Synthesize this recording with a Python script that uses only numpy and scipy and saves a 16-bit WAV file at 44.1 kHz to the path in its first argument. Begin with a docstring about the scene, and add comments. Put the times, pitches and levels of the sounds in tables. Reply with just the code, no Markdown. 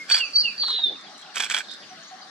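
"""A reed bed, a small warbler close to a stereo microphone, far birds over a soft outdoor hush.
Twice its syrinx gives a high whistle and a lower falling slur; a harsh rattle of clicks rings its
throat under the first whistle. A long buzzy slide follows and clears into a pure tone while stems
knock and leaves tick. After a pause come two more rattles in the same rhythm, then one soft trill.
The reeds scatter each call into a short tail."""
import sys
import numpy as np
from scipy import signal
from scipy.fft import rfft, irfft, next_fast_len
from scipy.io import wavfile
from scipy.ndimage import uniform_filter1d, map_coordinates

SR = 44100
rng = np.random.default_rng(int(sys.argv[2]) if len(sys.argv) > 2 else 0)


def inscribe(sig):
    """Save sig as 16-bit PCM at rate SR to the path in sys.argv[1].

    A 1-D sig is mono; a 2-D sig holds one channel per row.
    Samples are clipped to [-1, 1] before scaling.
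    """
    pcm = np.round(np.clip(np.atleast_2d(sig).T, -1, 1) * 32767)
    wavfile.write(sys.argv[1], SR, pcm.astype(np.int16))


N = 101429

SOFT_WET_DB, CLICK_WET_DB = -9, -21.5  # reed-bed tail of the faint calls and of the clicking sounds


def amp(db):
    """Decibels to gain."""
    return 10 ** (np.asarray(db) / 20)


def unit(x):
    """Scale to rms 1."""
    return x / np.sqrt(np.mean(x ** 2) + 1e-20)


def along(points, hz):
    """Read (freq_hz, value) points on a log axis."""
    freqs, values = np.transpose(points)
    return np.interp(np.log(hz + 1), np.log(freqs + 1), values)


def clock():
    """Time of every sample in seconds."""
    return np.arange(N) / SR


def wobble(rate):
    """A smooth random curve, rate knots a second."""
    return map_coordinates(rng.standard_normal(int(N * rate / SR) + 4), [clock() * rate])


def tone(hz):
    """A sine of rms 1 that follows a pitch curve."""
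    return np.sqrt(2) * np.sin(2 * np.pi * np.cumsum(hz) / SR)


def arch(start, length):
    """A rounded swell and fade."""
    return np.sin(np.pi * np.clip((clock() - start) / length, 0, 1))


def puff(start, peak_s):
    """A quick rise to 1 and an exponential fall."""
    age = np.maximum(clock() - start, 0) / peak_s
    return age * np.exp(1 - age)


def filtered(x, response):
    """x through a complex response of frequency."""
    size = next_fast_len(N + SR // 2)
    return irfft(rfft(x, size) * response(np.fft.rfftfreq(size, 1 / SR)), size)[..., :N]


def bursts(envelope, colour):
    """Noise that follows an envelope, then rings through a colour."""
    noise = rng.standard_normal(N)
    return filtered(envelope * noise, colour) / filtered(noise, colour).std()


def panned(pan_db):
    """Left and right gains whose mean is 1; positive pan_db is to the left."""
    gains = amp(np.array([[.5], [-.5]]) * pan_db)
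    return gains / gains.mean(axis=0)


def mic_ports(x):
    """At the microphone's two ports the left leads below about 3 kHz, the right above."""
    # phase between the ports: freq_hz, left_lead_rad
    port_phase = [(500, 0.5), (2200, 0.83), (2900, 0.4), (4500, -1.65), (8000, -1.7), (15000, -2.5)]
    return filtered(x, lambda hz: np.exp(1j * np.array([[.5], [-.5]]) * along(port_phase, hz)))


def reeds(x, wet_db, scatter_t60_s=0.035, scatter_db=-8, first_echo_s=.006, spread=0.68):
    """Direct sound, quick scatter off near stems and a longer tail from the reed bed."""
    # decay of the reed bed: freq_hz, t60_s
    decay = [(300, 0.083), (2000, 0.36), (2600, 0.4), (2950, 0.24), (3600, 0.39), (4500, .45), (7000, 0.47),
             (14000, 0.17)]
    hz, t, spectra = signal.stft(rng.standard_normal((2, SR // 2)), SR, nperseg=256)
    tail = signal.istft(spectra * amp(-60 * t / along(decay, hz)[:, None]), SR, nperseg=256)[1]
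    near = rng.standard_normal(tail.shape) * amp(-60 * np.arange(tail.shape[1]) / SR / scatter_t60_s)
    tail = amp(wet_db) * tail / np.linalg.norm(tail[0])
    near = amp(scatter_db) * near / np.linalg.norm(near[0])
    mid, side = tail + near
    echo = (mid + spread * np.array([[1], [-1]]) * side) / np.hypot(1, spread)
    echo = np.pad(echo, ((0, 0), (int(first_echo_s * SR), 0)))
    return mic_ports(x + signal.fftconvolve(x, echo, axes=1)[:, :N])


def rush(spectrum, patchy_db):
    """Stereo noise of rms 1 with patches of random gain, wider toward the treble."""
    # likeness of left and right: freq_hz, correlation
    likeness = [(100, 0.95), (700, 0.65), (2000, 0.5), (4500, 0.096), (10000, 0.091)]
    spectra = signal.stft(rng.standard_normal((2, N)), nperseg=512)[2]
    patches = uniform_filter1d(rng.standard_normal(spectra.shape[1:]), size=5, axis=0)
    patches = uniform_filter1d(patches, size=12, axis=1)
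    pair = signal.istft(spectra * amp(patchy_db * unit(patches)), nperseg=512)[1][:, :N]
    turn = lambda hz: np.arccos(np.clip(along(likeness, hz), -1, 1)) / 2
    colour = lambda hz: amp(along(spectrum, hz)) * [np.cos(turn(hz)), np.sin(turn(hz))]
    mid, side = filtered(pair, colour)
    return unit(np.array([mid + side, mid - side]))


def marsh(hush_db=-45.5, left_lead_s=.00007):
    """A steady outdoor hush, a little to the left, and a high hiss that comes and goes."""
    # colour of the hush: freq_hz, relative_db
    hush_colour = [(15, -67), (25, -62.5), (53, -55), (96, -32), (189, -9), (332, -12), (554, -15.5),
                   (618, -8.5), (688, -16.5), (766, -9.5), (950, -18.5), (1120, -8), (1240, -10.5),
                   (1720, -9), (2580, -19), (3200, -14.5), (3960, -10.5), (4300, -8), (6270, -20),
                   (11700, -45.5), (15700, -81.5)]
    # where the hush sits: freq_hz, pan_db
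    hush_pan = [(60, -6.5), (180, -1), (550, 0), (1650, 5.5), (4970, 1.5), (15000, 4)]
    # colour of the hiss: freq_hz, relative_db
    hiss_colour = [(2000, -64.5), (5000, 6.5), (7500, -4), (10000, -9), (12000, -17), (15000, -24.5)]
    # rise and fall of the hiss: time_s, level_db
    hiss_level = [(0, -53), (0.299, -54.5), (0.618, -54), (.74, -51.5), (.8, -67.5), (1.15, -68),
                  (1.2, -62.5), (1.26, -66), (1.678, -60.5), (1.731, -57), (1.78, -59), (2.3, -67.5)]
    lead = lambda hz: np.exp(1j * np.pi * np.array([[1], [-1]]) * hz * left_lead_s)
    hush = filtered(rush(hush_colour, patchy_db=2.8), lambda hz: panned(along(hush_pan, hz)) * lead(hz))
    hiss_db = np.interp(clock(), *np.transpose(hiss_level))
    return amp(hush_db) * hush + amp(hiss_db) * rush(hiss_colour, patchy_db=3.0)


def far_birds(chirp_swing_hz=500, call_waver=.2):
    """Far across the marsh: faint gliding chirps and low calls with an unsteady pitch."""
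    # thin chirps: start_s, length_s, first_hz, last_hz, level_db, roughness
    chirp_rows = [(-.03, 0.09, 2240, 2064, -38, 0.04), (0.23, 0.072, 6750, 5580, -51, .2),
                  (0.943, 0.034, 2940, 2310, -53, 0.1), (1.064, 0.014, 3330, 3280, -44.5, 0.03),
                  (1.081, 0.011, 3600, 3840, -47, 0.11), (1.141, 0.036, 3400, 2690, -54, 0.2),
                  (1.222, 0.014, 3310, 3210, -42.5, 0.14), (1.257, 0.013, 3500, 2370, -49.5, .05),
                  (1.286, 0.032, 3150, 2500, -53, .05), (1.635, 0.027, 4400, 2920, -46.5, .05),
                  (1.813, 0.044, 3490, 2770, -47, 0.6), (1.882, 0.043, 6300, 5440, -51.5, 0.3),
                  (1.961, 0.032, 3200, 2370, -54.5, .05), (2.027, 0.02, 6480, 5670, -48, 0.6),
                  (2.061, 0.042, 5600, 7350, -49.5, 0.67), (2.207, 0.047, 5100, 4364, -47, 0.4)]
    # dull low calls: start_s, length_s, pitch_hz, level_db, roughness
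    call_rows = [(0.684, 0.03, 1013, -41, 0.15), (0.719, 0.055, 440, -51.5, 0.36),
                 (0.782, 0.023, 840, -41.5, 0.35), (0.852, 0.03, 320, -46, 0.76),
                 (0.861, 0.09, 440, -49, 0.8), (0.902, 0.058, 330, -48.5, 0.75),
                 (0.874, .08, 700, -47, 0.6), (0.99, 0.22, 750, -52, 0.4), (1.197, 0.16, 770, -51.5, 0.3),
                 (1.9, 0.047, 750, -45, 0.09), (1.968, 0.065, 660, -50.5, 0.04),
                 (2.104, 0.058, 765, -42.5, 0.08), (2.141, 0.19, 760, -51, 0.12)]
    chirps, calls = np.zeros((2, N))
    for start, length, first, last, db, rough in chirp_rows:
        glide = np.interp(clock(), [start, start + length], [first, last])
        chirps += amp(db) * arch(start, length) * tone(glide + chirp_swing_hz * rough * wobble(900))
    for start, length, hz, db, rough in call_rows:
        waver = 1 + call_waver * np.tanh(2 * rough * wobble(300))
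        calls += amp(db) * arch(start, length) * tone(hz * waver)
    return reeds(panned(1) * chirps + panned(0) * calls, SOFT_WET_DB)


def trill(start_s=1.683, length_s=.066, pitch_hz=3760, rate_hz=100, swing_hz=141, depth=0.73):
    """One soft, buzzy trill to the right, with a rough upper edge; each pulse dips in pitch."""
    beat = np.cos(2 * np.pi * rate_hz * (clock() - start_s))
    level = amp(-36) * np.abs(arch(start_s, length_s)) ** 0.23 * (1 - depth * beat) / 2
    voice = tone(pitch_hz + swing_hz * beat + 140 * wobble(1200))
    edge = amp(-4.5) * tone(4600 + 520 * wobble(1500))
    return reeds(panned(-7.5) * level * (voice + edge), SOFT_WET_DB)


def stems(peak_s=.003):
    """Reed stems knock and dry leaves tick as the bird shifts on its perch."""
    # movements on the perch: start_s, knock_db, crackle_db
    ticks = [(.305, -74, -50), (.634, -33, -55.5), (.680, -34, -44.5), (.702, -36.5, -45),
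             (1.008, -69, -54), (1.177, -70, -46.5), (1.193, -65.5, -50.5), (1.213, -65, -49),
             (1.71, -73, -46), (1.735, -68, -46.5)]
    # knock of a reed stem: freq_hz, relative_db
    stem_colour = [(40, -59), (130, -35.5), (300, -9), (600, -16.5), (1000, 2.5), (1350, 0), (2000, -13),
                   (3000, -22), (6000, -40.5)]
    # crackle of a dry leaf: freq_hz, relative_db
    leaf_colour = [(1500, -41), (3000, -5), (5000, 1.5), (8000, 3), (10000, -9.5), (12000, -16.5),
                   (15000, -29.5)]
    knock_level = sum(amp(db) * puff(start, peak_s) for start, db, _ in ticks)
    crackle_level = sum(amp(db) * puff(start, peak_s) for start, _, db in ticks)
    knocks = bursts(knock_level, lambda hz: amp(along(stem_colour, hz)))
    crackles = bursts(crackle_level, lambda hz: amp(along(leaf_colour, hz)))
    return reeds(panned(-1) * (knocks + crackles), CLICK_WET_DB)


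def rattles(noise_db=-16.5, noise_fade_in_s=.018, noise_length_s=0.14, edge_db=-5.5, low_cut_hz=83):
    """Runs of sharp clicks over faint noise ring the throat, each with a bright edge."""
    # the runs: start_s, level_db, treble_db, change_by_end_db
    runs = [(0.099, -18, 0, -4), (1.3572, -19, 0.5, -1), (1.499, -18.5, 0, -1)]
    # clicks of one run: offset_s, relative_db, treble_db
    clicks = [(-.0005, -6.5, 3.5), (.0095, -3.5, -10.5), (0.014, -5.5, 0), (0.022, -9, 4.5),
              (0.04, -4.5, -7), (0.0446, 0.5, -1), (0.065, -4.5, -0.5), (0.069, -8, -11), (0.077, -5, -2.5),
              (0.0853, -8.5, 5.5), (.093, -12, -3), (0.105, -10, -6.5)]
    # throat resonances: centre_hz, width_hz, relative_db
    resonances = [(344, 140, -18.5), (715, 286, -11), (1567, 200, 2.5), (2375, 163, 3), (3280, 216, 3),
                  (4610, 680, -13)]
    # bright edge of a click: freq_hz, relative_db
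    edge_colour = [(1500, -48.5), (3500, -14), (5400, 4), (6500, -1.5), (8000, 1.5), (9500, -11),
                   (12000, -16.5), (15500, -27.5)]
    # where the rattles sit: freq_hz, pan_db
    rattle_pan = [(600, 0.5), (1300, -4), (2500, -7.5), (4500, -3), (12000, -0.5)]
    body_power, edge_power = np.zeros((2, N))
    for start, db, bright_db, change_db in runs:
        # faint noise swells just before the first click
        noise_power = amp(db + noise_db) ** 2 * np.abs(arch(start - noise_fade_in_s, noise_length_s))
        body_power += noise_power
        edge_power += noise_power
        for offset, click_db, treble_db in clicks:
            fade_db = change_db * offset / clicks[-1][0]
            click = amp(db + click_db + fade_db) * puff(start + offset, peak_s=0.002)
            body_power += click ** 2
            edge_power += (click * amp(treble_db + bright_db)) ** 2
    throat = lambda hz: sum((-1) ** k * amp(db) * 1j * hz * width / (f0 ** 2 - hz ** 2 + 1j * hz * width)
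                            for k, (f0, width, db) in enumerate(resonances))
    body = bursts(np.sqrt(body_power), throat)
    edge = amp(edge_db) * bursts(np.sqrt(edge_power), lambda hz: amp(along(edge_colour, hz)))
    low_cut = lambda hz: hz ** 2 / np.hypot(hz ** 2, low_cut_hz ** 2)
    placed = filtered(body + edge, lambda hz: panned(along(rattle_pan, hz)) * low_cut(hz))
    return reeds(placed, CLICK_WET_DB)


def whistle(shape, start, buzz_shift_hz=0, creak=0, fade_s=0.0013):
    """A clear tone from the syrinx; roughness shakes it and hands its energy to a fluttering buzz."""
    flutter_hz, flutter_scatter, buzz_swing_hz, buzz_depth = 219, 0.736, 167.3, 0.59
    creak_drop_hz, creak_swing_hz = 719, 389.5  # the rough voice breaks irregularly below its pitch
    tremor_hz, tremor_db = 73, 4.5  # unsteadiness at full roughness
    times, hz, db, rough = np.transpose(shape)
    t = clock() - start
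    hz, db, rough = [np.interp(t, times, curve) for curve in (hz, db, np.clip(rough, 0, 1))]
    flutter_phase = 2 * np.pi * np.cumsum(flutter_hz * (1 + 0.25 * wobble(150))) / SR
    flutter = np.sin(flutter_phase) + flutter_scatter * wobble(700)
    buzz = unit((1 + buzz_depth * flutter) * tone(hz + buzz_shift_hz + buzz_swing_hz * flutter))
    breaks = creak * wobble(600) * tone(hz - creak_drop_hz + creak_swing_hz * np.tanh(wobble(1100)))
    clear = amp(tremor_db * rough * wobble(180)) * tone(hz + tremor_hz * rough * wobble(200))
    gate = np.clip(np.minimum(t - times[0], times[-1] - t) / fade_s + 1, 0, 1)
    return gate * amp(db) * (np.sqrt(1 - rough ** 2) * clear + rough * unit(buzz + breaks))


def song():
    """The warbler, close and a little to the right: two whistle-and-slur pairs, then the long slide."""
    # one high whistle: offset_s, pitch_hz, relative_db, roughness
    high_shape = [(0, 4564, -12.5, 0.3), (.016, 4545, -7, 0.05), (.026, 4484, 5.5, 0),
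                  (.041, 4534, -6.5, 0), (.048, 4627, 5.5, 0), (.056, 4587, -2, 0.2), (.065, 4700, 0, 0.35),
                  (.079, 4482, -6, 0.8), (.092, 4330, -8, 0.6)]
    # high whistles: start_s, level_db, pan_db
    high_notes = [(.094, -18.5, -3.5), (.335, -18.5, -2)]
    # one low slur: offset_s, pitch_hz, relative_db, roughness
    low_shape = [(0, 2910, -23.5, 0.2), (.016, 2860, -5.5, .08), (.03, 2830, 9, 0.1),
                 (.042, 2725, -4.5, 0.1), (.054, 2650, 5, .03), (.068, 2570, -8, .04),
                 (.082, 2420, -16.5, .04), (.11, 2340, -22, .04)]
    # low slurs: start_s, level_db, pan_db
    low_notes = [(.184, -26.5, -5.5), (0.428, -27, -6)]
    # the long slide: time_s, pitch_hz, level_db, roughness
    slide_shape = [(.579, 4640, -31.5, 0.5), (.595, 4580, -36, 0.25), (.599, 4550, -22.5, 0.2),
                   (.612, 4480, -28.5, 0.5), (.626, 4440, -22.5, 0.5), (.645, 4330, -28, 0.7),
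                   (.665, 4290, -25.5, 0.51), (.692, 4200, -28.5, 0.83), (.705, 4160, -24.5, 0.8),
                   (.73, 4030, -29, 0.8), (.745, 4000, -25, 0.9), (.762, 3980, -27, 0.8),
                   (.773, 3950, -25.5, 0.2), (.79, 3880, -26.5, 0.7), (.805, 3788, -28, 0.05),
                   (.834, 3733, -27.5, 0), (.84, 3708, -16, 0), (.857, 3600, -23, 0.02),
                   (.877, 3518, -24, 0.04), (.9, 3467, -35, 0.05)]
    slide = panned(-1.5) * whistle(slide_shape, 0, buzz_shift_hz=-370, creak=amp(-8.5))
    highs = sum(amp(db) * panned(pan_db) * whistle(high_shape, start, buzz_shift_hz=60.15)
                for start, db, pan_db in high_notes)
    upper_voice = reeds(slide + highs, wet_db=-9)
    lows = sum(amp(db) * panned(pan_db) * whistle(low_shape, start) for start, db, pan_db in low_notes)
    return upper_voice + reeds(lows, wet_db=-10)


def scene():
    """Everything at the microphone."""
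    return song() + rattles() + stems() + trill() + far_birds() + marsh()


def record(dry, low_cut_hz=36, top_hz=15820):
    """The recorder cuts the deep bass and keeps nothing above its band limit."""
    return filtered(dry, lambda hz: (hz < top_hz) * hz ** 2 / np.sqrt(hz ** 4 + low_cut_hz ** 4))


dry = scene()
out = record(dry)
inscribe(out)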